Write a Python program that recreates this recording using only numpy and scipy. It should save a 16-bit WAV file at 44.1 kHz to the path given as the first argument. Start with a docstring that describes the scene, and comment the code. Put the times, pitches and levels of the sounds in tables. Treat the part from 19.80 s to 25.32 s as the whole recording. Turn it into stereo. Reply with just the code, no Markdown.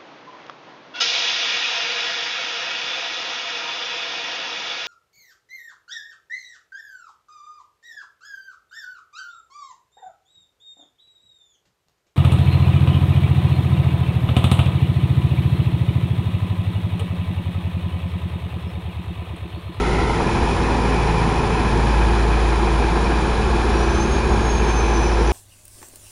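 """A road roller's four-cylinder diesel engine drones near 1650 rpm as it creeps over dirt, metres away.
The exhaust hums at the rate the cylinders fire, over a low rumble. The firings also make the engine
block clatter, with a few harder knocks, the hood drum and a metal cover ring. The cooling fan roars.
Late on, the engine takes load and the turbocharger whistles up and sinks back. A faint breeze blows."""
import sys
import numpy as np
from scipy import signal
from scipy.fft import rfft, irfft
from scipy.io import wavfile
from scipy.ndimage import uniform_filter1d

SR = 44100
rng = np.random.default_rng(int(sys.argv[2]) if len(sys.argv) > 2 else 0)


def store_pcm(level_fs):
    """Save levels as 16-bit WAV."""
    pcm = np.round(np.clip(level_fs, -1, 1) * 32767).astype(np.int16)
    wavfile.write(sys.argv[1], SR, np.atleast_2d(pcm).T)


N = 243410
TIME = np.arange(N) / SR
BINS = np.fft.rfftfreq(N, 1 / SR)

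# how fast the engine runs: (time [s], firing rate [Hz])
FIRING_RATE = [(0, 54.7), (0.55, 54.6), (0.72, 55.9), (1.5, 55.1), (2.95, 55.0), (3.35, 56.3), (4.5, 56.4),
               (4.9, 55.4), (5.52, 55.0)]
# how hard each of the four cylinders knocks, in firing order: (level [dB])
CYLINDER_LEVELS = [-0.5, -0.5, 0.9, 0.1]
# the exhaust's main hum: (time [s], level [dB])
DRONE_LEVEL = [(0, -22), (0.2, -21.5), (0.46, -28.5), (0.78, -23), (1, -21), (1.58, -25), (2.2, -16.5),
               (3.1, -19), (3.5, -21.5), (3.95, -19.3), (4.35, -22.5), (4.6, -19.5), (5.52, -17.5)]
# fainter engine tones that each swell or dip once:
# (pitch [times the firing rate], level [dB], middle of change [s], half length [s], change [dB])
ENGINE_TONES = [(0.506, -40, 4.1, 0.5, 3), (1.244, -36.5, 4.3, 0.6, 8.5), (1.323, -36, 2.7, 0.4, -12),
                (1.445, -47, 0.69, 0.2, 11), (2.003, -36, 1.7, 1.05, 5.5), (2.493, -38.5, 1.64, 1.4, 7),
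                (3.005, -41, 1.4, 0.25, 12.5), (3.244, -42.5, 1.1, 0.85, 6), (3.864, -35.5, 3.87, 0.78, 4),
                (4.55, -42, 0.83, 0.3, 11), (6.004, -39, 4.12, 0.13, 12), (7.01, -44, 4.4, 0.67, 10),
                (7.37, -49, 2.55, 0.2, 12), (7.79, -41.5, 1.68, 0.17, 11.5), (15.56, -42.5, 1.3, 0.66, 2.5),
                (17.05, -48, 0.45, 0.43, 12), (28.74, -56, 4.4, 1, -6)]
# swells of the rumble as the engine takes load: (time [s], half length [s], rise [dB])
LOAD_SURGES = [(0.633, 0.17, 10.5), (4.546, 0.16, 7.5)]
# the tone colour of each noisy part: (frequency [Hz], relative level [dB])
RUMBLE_SPECTRUM = [(3, -15), (20, -10), (40, -9), (55, -7.5), (70, 0), (88, -1.5), (105, -3), (135, -16),
                   (160, -30), (400, -70)]
BOOM_SPECTRUM = [(50, -40), (90, -31), (120, -2), (175, 1.5), (205, -2), (260, -1), (292, -8), (400, -10.5),
                 (900, -74)]
HOOD_SPECTRUM = [(150, -74), (297, -13), (322, -2), (350, 0.5), (385, -3.5), (435, -3), (490, -5.5),
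                 (520, -9.5), (570, -7.5), (620, -18), (900, -35), (2000, -75)]
BLOCK_SPECTRUM = [(300, -62), (630, -10), (750, -0.5), (870, -0.5), (1040, -1.5), (1140, -6), (1350, -8.5),
                  (1500, -10), (1650, -5.5), (2020, -15), (2150, -14.5), (2450, -13), (2740, -19.5),
                  (3000, -19.5), (6000, -47), (14000, -130)]
FAN_SPECTRUM = [(1000, -39), (2740, -6), (2880, 0.5), (3500, 1), (3750, -3.5), (4050, 0.5), (4380, -6.5),
                (4650, -2.5), (5000, -5), (5330, -4), (6150, -8.5), (6550, -7.5), (6900, -9), (8500, -10),
                (9600, -8.5), (11000, -16.5)]
SIZZLE_SPECTRUM = [(4300, -50), (5050, -17), (5300, 0), (5550, -9), (5900, -18), (6800, -50)]
BREEZE_SPECTRUM = [(20, 10), (60, -18), (140, 10), (250, -11), (600, -44)]
# how loud the body booms and a loose part sizzles: (time [s], level [dB])
BODY_BOOM_LEVEL = [(0, -28), (1.45, -26), (2.1, -26), (2.7, -32.5), (3.1, -28), (3.8, -29.5), (5.52, -30.5)]
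METAL_SIZZLE_LEVEL = [(0, -58), (2.2, -56), (2.5, -57), (5.52, -46)]
# the notes of the metal cover: (pitch [Hz], half width [Hz], level [dB])
COVER_NOTES = [(2390, 125, -39.3), (2545, 90, -42.5)]
# the note of the turbocharger's blades: (time [s], pitch [Hz])
WHISTLE_PITCH = [(3.85, 5370), (4, 5755), (4.22, 6315), (4.33, 6490), (4.42, 6565), (4.54, 6580),
                 (4.66, 6540), (4.85, 6385), (5.05, 6175), (5.25, 6020), (5.52, 5895)]
# how loud that whistle is: (time [s], left level [dB], right level [dB])
WHISTLE_LEVEL = [(3.85, -52, -56), (3.96, -42, -48), (4.03, -35.5, -48), (4.11, -39, -46),
                 (4.22, -31.5, -41), (4.3, -42, -44), (4.35, -34, -43), (4.44, -58, -50),
                 (4.51, -38.5, -42), (4.6, -52, -48), (4.68, -33, -36), (4.82, -39, -44), (4.99, -32, -41),
                 (5.07, -36.5, -45), (5.16, -33.5, -44), (5.27, -33.5, -46), (5.36, -50, -50),
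                 (5.52, -35.5, -43)]
# three harder knocks in the clatter, then two faint high ticks: (time [s], pitch [Hz], strength [dB])
KNOCKS_AND_TICKS = [(0.4, 900, -11.5), (1.121, 910, -16), (2.87, 845, -15), (3.243, 5370, -30),
                    (5.472, 6450, -30)]
# what reflections boost or cut, at the start and all along: (frequency [Hz], change [dB])
EARLY_COLOUR = [(300, 1.5), (460, 1), (600, 1.5), (720, 0.5), (920, -1.5), (1150, -7.5), (1300, 6.5),
                (1470, 3), (1700, -10), (1960, 8), (2130, 8.5), (2400, -9), (2750, 3), (3200, 0)]
SLOW_COLOUR = [(215, 1), (260, -0.5), (330, 1.5), (395, 0), (500, -2), (600, -1), (780, 0), (980, -2.5),
               (1150, 1), (1400, 0), (1620, 2.5), (1900, -3), (2400, 0), (2750, -1), (4050, 1), (5000, 0),
               (5330, -1), (6000, -1), (6600, 1.5), (7000, 0)]
# how much of the slow colour is mixed in; below zero reverses it: (time [s], amount [share])
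SLOW_COLOUR_AMOUNT = [(0, -0.27), (1.3, -0.89), (2.2, -0.087), (4, 0.83), (5.52, -0.06)]
# how alike the left and right sides sound: (frequency [Hz], likeness [0 to 1])
SIDE_LIKENESS = [(140, 1), (250, 0.97), (430, 0.97), (600, 0.61), (850, 1), (1050, 0.8), (1300, 0.26),
                 (1650, 0.73), (2080, 0.072), (2450, 0.85), (3100, 0.046), (3550, 0.57), (4100, .9),
                 (4650, 0.72), (5100, 0.36), (5800, 0.36), (7000, 0.4), (7300, 0.98), (8300, 1), (9200, 1),
                 (10000, 1)]
# how much louder the left side is: (frequency [Hz], left minus right [dB])
LEFT_BOOST = [(60, -7), (200, 0), (400, -1.6), (630, 3.5), (880, -0.5), (1150, 4), (1450, 7), (1950, -2.5),
              (2150, 5), (2450, -0.5), (3000, 2.5), (4100, 1), (5000, 4), (6000, 4.5), (7000, -0.5),
              (11000, 0)]
# how far the left wave runs ahead of the right: (frequency [Hz], phase [radians])
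LEFT_LEAD = [(150, 0), (430, 0.24), (600, 0), (720, 0), (950, 0.05), (1150, 0.56), (1600, -0.9),
             (1900, -0.8), (2450, 0.5), (2750, 1.5), (3400, 0), (4500, 0.43), (7100, 0.5), (7450, -1.5),
             (8300, -4.5), (8900, -2), (9650, -8), (11000, -4.5)]


def exhaust_drone(firings, trim_db=0.3, waver_db=0.6):
    """Exhaust puffs blend into a hum; the turning shafts add fainter tones."""
    hum_db = curve(DRONE_LEVEL) + trim_db + waver_db * wander(6.5)
    drone = amp(hum_db) * np.sin(2 * np.pi * firings)
    for multiple, db, middle_s, half_s, change_db in ENGINE_TONES:
        phase = 2 * np.pi * (multiple * firings + rng.random())
        phase += 0.037 * multiple * wander(10)  # higher tones waver more
        tone_db = db + change_db * hump(middle_s, half_s) + 1.56 * wander(5.9)
        drone += amp(tone_db) * np.sin(phase)
    return np.sqrt(2) * drone


def rumble_and_hood(firings, set_rate_hz=55):
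    """Swirling gas rumbles in the exhaust pipe, the body booms and the hood panels drum."""
    extra_hz = curve(FIRING_RATE) - set_rate_hz
    surge_db = sum(db * hump(s, half_s) for s, half_s, db in LOAD_SURGES)
    rumble = radiate(rng.standard_normal((2, N)), RUMBLE_SPECTRUM, -32 - 0.2 * extra_hz + surge_db)
    boom = radiate(rng.standard_normal((2, N)), BOOM_SPECTRUM, curve(BODY_BOOM_LEVEL))
    drumming = knocks(firings, repeat=0.1, depth=0.22, decay=0.3, uneven_db=7)
    # the hood gets louder with engine speed, and slowly as the roller moves
    hood_db = -26.5 + 0.5 * extra_hz + 0.15 * (TIME - TIME.mean())
    return rumble + boom + radiate(drumming, HOOD_SPECTRUM, hood_db)


def block_clatter(firings):
    """Burning fuel knocks in the engine block; unequal cylinders make the beat limp."""
    blows = knocks(firings, repeat=0.22, depth=0.18, decay=0.32, uneven_db=6)
    return radiate(blows, BLOCK_SPECTRUM, -25 + cylinder_db(firings) + 0.33 * wander(14))


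def cooling_fan(firings, gust_db=0.4):
    """Cooling air rushes through the hood, pulsing slightly with the firings."""
    rush = knocks(firings, repeat=0.08, depth=0.15, decay=0.3, uneven_db=5)
    return radiate(rush, FAN_SPECTRUM, -37.5 + gust_db * wander(24))


def cover_ring(firings, swell_db=1.9):
    """The firings ring a metal cover; each of its notes swells and fades on its own."""
    sound = 0
    for hz, half_width_hz, db in COVER_NOTES:
        blows = knocks(firings, repeat=0.25, depth=0.3, decay=0.3, uneven_db=6)
        peak_db = -20 * np.log10(1 + ((BINS - hz) / half_width_hz) ** 4)
        level_db = db + cylinder_db(firings) / 2 + swell_db * wander(13)
        sound += radiate(blows, np.transpose([BINS, peak_db]), level_db)
    return sound


def turbo_whistle(spool_s=0.1, scatter=0.55, flutter_hz=60):
    """Spinning blades whistle; scattered copies mix with the direct tone and make it flutter."""
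    # the rotor needs time to change speed, which smooths the glide
    hz = uniform_filter1d(curve(WHISTLE_PITCH), int(spool_s * SR), mode="nearest")
    phase = 2 * np.pi * np.cumsum(hz + 14 * wander(70)) / SR
    started = TIME > WHISTLE_PITCH[0][0]
    tone = started * np.exp(1j * phase)
    sides = []
    for column in (1, 2):  # left, right
        flutter = 1 + scatter * (wander(flutter_hz) + 1j * wander(flutter_hz))
        sides.append(amp(curve(WHISTLE_LEVEL, column)) * (tone * flutter).real)
    return np.array(sides)


def hard_knocks_and_ticks(rise_s=0.004, decay_s=0.009):
    """A few harder knocks in the engine's clatter and two faint high ticks, each a brief ring."""
    sound = 0
    for start_s, hz, db in KNOCKS_AND_TICKS:
        age = np.maximum(TIME - start_s, 0)
        ring = np.sin(2 * np.pi * hz * age + wander(290))  # a fast wobble roughens the note
        envelope = (1 - np.exp(-age / rise_s)) * np.exp(-age / decay_s)
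        sound += amp(db) * envelope * ring
    return sound


def sizzle(firings):
    """A light, loose part sizzles as the firings shake it."""
    shaking = knocks(firings, repeat=0, depth=0.5, decay=0.4, uneven_db=6)
    return radiate(shaking, SIZZLE_SPECTRUM, curve(METAL_SIZZLE_LEVEL) + wander(14))


def reflections(sound, hold_s=0.31, fade_s=0.14):
    """Sound bouncing off ground and walls changes the tone colour as the roller creeps along."""
    early_amount = np.interp(TIME, [hold_s, hold_s + fade_s], [1, 0.11])
    early = early_amount * (colour(sound, EARLY_COLOUR) - sound)
    slow = curve(SLOW_COLOUR_AMOUNT) * (colour(sound, SLOW_COLOUR) - sound)
    return sound + early + slow


def breeze(level_db=-44, gust_db=2):
    """Moving air rumbles faintly, with its own noise on each side."""
    air = np.array([unit(colour(rng.standard_normal(N), BREEZE_SPECTRUM)) for _ in range(2)])
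    return amp(level_db + gust_db * wander(2.2)) * air


def knocks(firings, repeat, depth, decay, uneven_db, size=3200):
    """Noise that jumps at each firing; the share `repeat` comes back alike every four firings."""
    patterns = rng.standard_normal((2, size))
    cycles = (firings + 0.0037 * wander(14.6)) / 4
    place = (cycles % 1) * size
    alike = np.array([unit(np.interp(place, np.arange(size), pattern)) for pattern in patterns])
    rattle = np.sqrt(repeat) * alike + np.sqrt(1 - repeat) * rng.standard_normal((2, N))
    beat = np.abs(firings + 0.17 * wander(22))  # each burst comes a little early or late
    force = amp(uneven_db * rng.uniform(-1, 1, N)[beat.astype(int)])
    burst = np.exp(-(beat % 1) / decay)  # decay is counted in firings
    return unit(rattle * (1 + depth * force * burst))


def cylinder_db(firings):
    """Strength of the cylinder that is firing, in dB."""
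    return np.interp(firings, np.arange(4) + 0.5, CYLINDER_LEVELS, period=4)


def radiate(shaking, spectrum, level_db):
    """Shaking takes on the tone colour of one machine part and spreads to both sides."""
    pair = left_and_right(colour(shaking, spectrum))
    return amp(level_db) * pair / pair.mean(0).std()


def left_and_right(pair):
    """Turns two unrelated signals into stereo: direct sound is shared, scattered sound is not."""
    direct, scattered = rfft(pair)
    apart = 1 - np.exp(-(BINS / 150) ** 4)  # deep sounds reach both sides alike
    same = 1 - apart * np.clip(1 - shape(SIDE_LIKENESS), 0, 1)
    mid = direct * np.sqrt((1 + same) / 2)
    side = scattered * np.sqrt((1 - same) / 2)
    tilt = amp(apart * shape(LEFT_BOOST) / 2) * np.exp(1j * apart * shape(LEFT_LEAD) / 2)
    return irfft(np.array([(mid + side) * tilt, (mid - side) / tilt]), N)


def amp(db):
    """Turns decibels into a multiplier."""
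    return 10 ** (np.asarray(db) / 20)


def unit(x):
    """Scales a signal to a typical size (rms) of 1."""
    return x / np.sqrt(np.mean(x ** 2) + 1e-20)


def curve(rows, column=1):
    """Reads one column of a time table at every sample."""
    rows = np.asarray(rows)
    return np.interp(TIME, rows[:, 0], rows[:, column])


def shape(points):
    """Reads a frequency table at every frequency, joining its points on a log scale."""
    hz, value = np.transpose(points)
    return np.interp(np.log(BINS + 1), np.log(hz + 1), value)


def colour(x, spectrum):
    """Boosts or cuts each frequency by a table in dB."""
    return irfft(rfft(x) * amp(shape(spectrum)), N)


def wander(rate_hz):
    """A random drift of typical size 1; a higher rate moves faster."""
    smoothing = np.exp(-(BINS / rate_hz) ** 2) * (BINS > 0)
    return unit(irfft(rfft(rng.standard_normal(N)) * smoothing, N))


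def hump(middle_s, half_s):
    """A smooth rise to 1 and back."""
    return np.exp(-((TIME - middle_s) / half_s) ** 2)


def scene():
    """Adds all the sounds; one running count of firings keeps the engine's beat in step."""
    firings = np.cumsum(curve(FIRING_RATE)) / SR
    body = rumble_and_hood(firings) + block_clatter(firings)
    body += cooling_fan(firings) + cover_ring(firings)
    engine = exhaust_drone(firings) + reflections(body) + sizzle(firings)
    return engine + hard_knocks_and_ticks() + turbo_whistle() + breeze()


def record(dry):
    """Cuts the highest treble, above 11150 Hz."""
    low_pass = signal.firwin(511, 11150, window=("kaiser", 9), fs=SR)
    return signal.oaconvolve(dry, low_pass[None], "same")


dry = scene()
out = record(dry)
store_pcm(out)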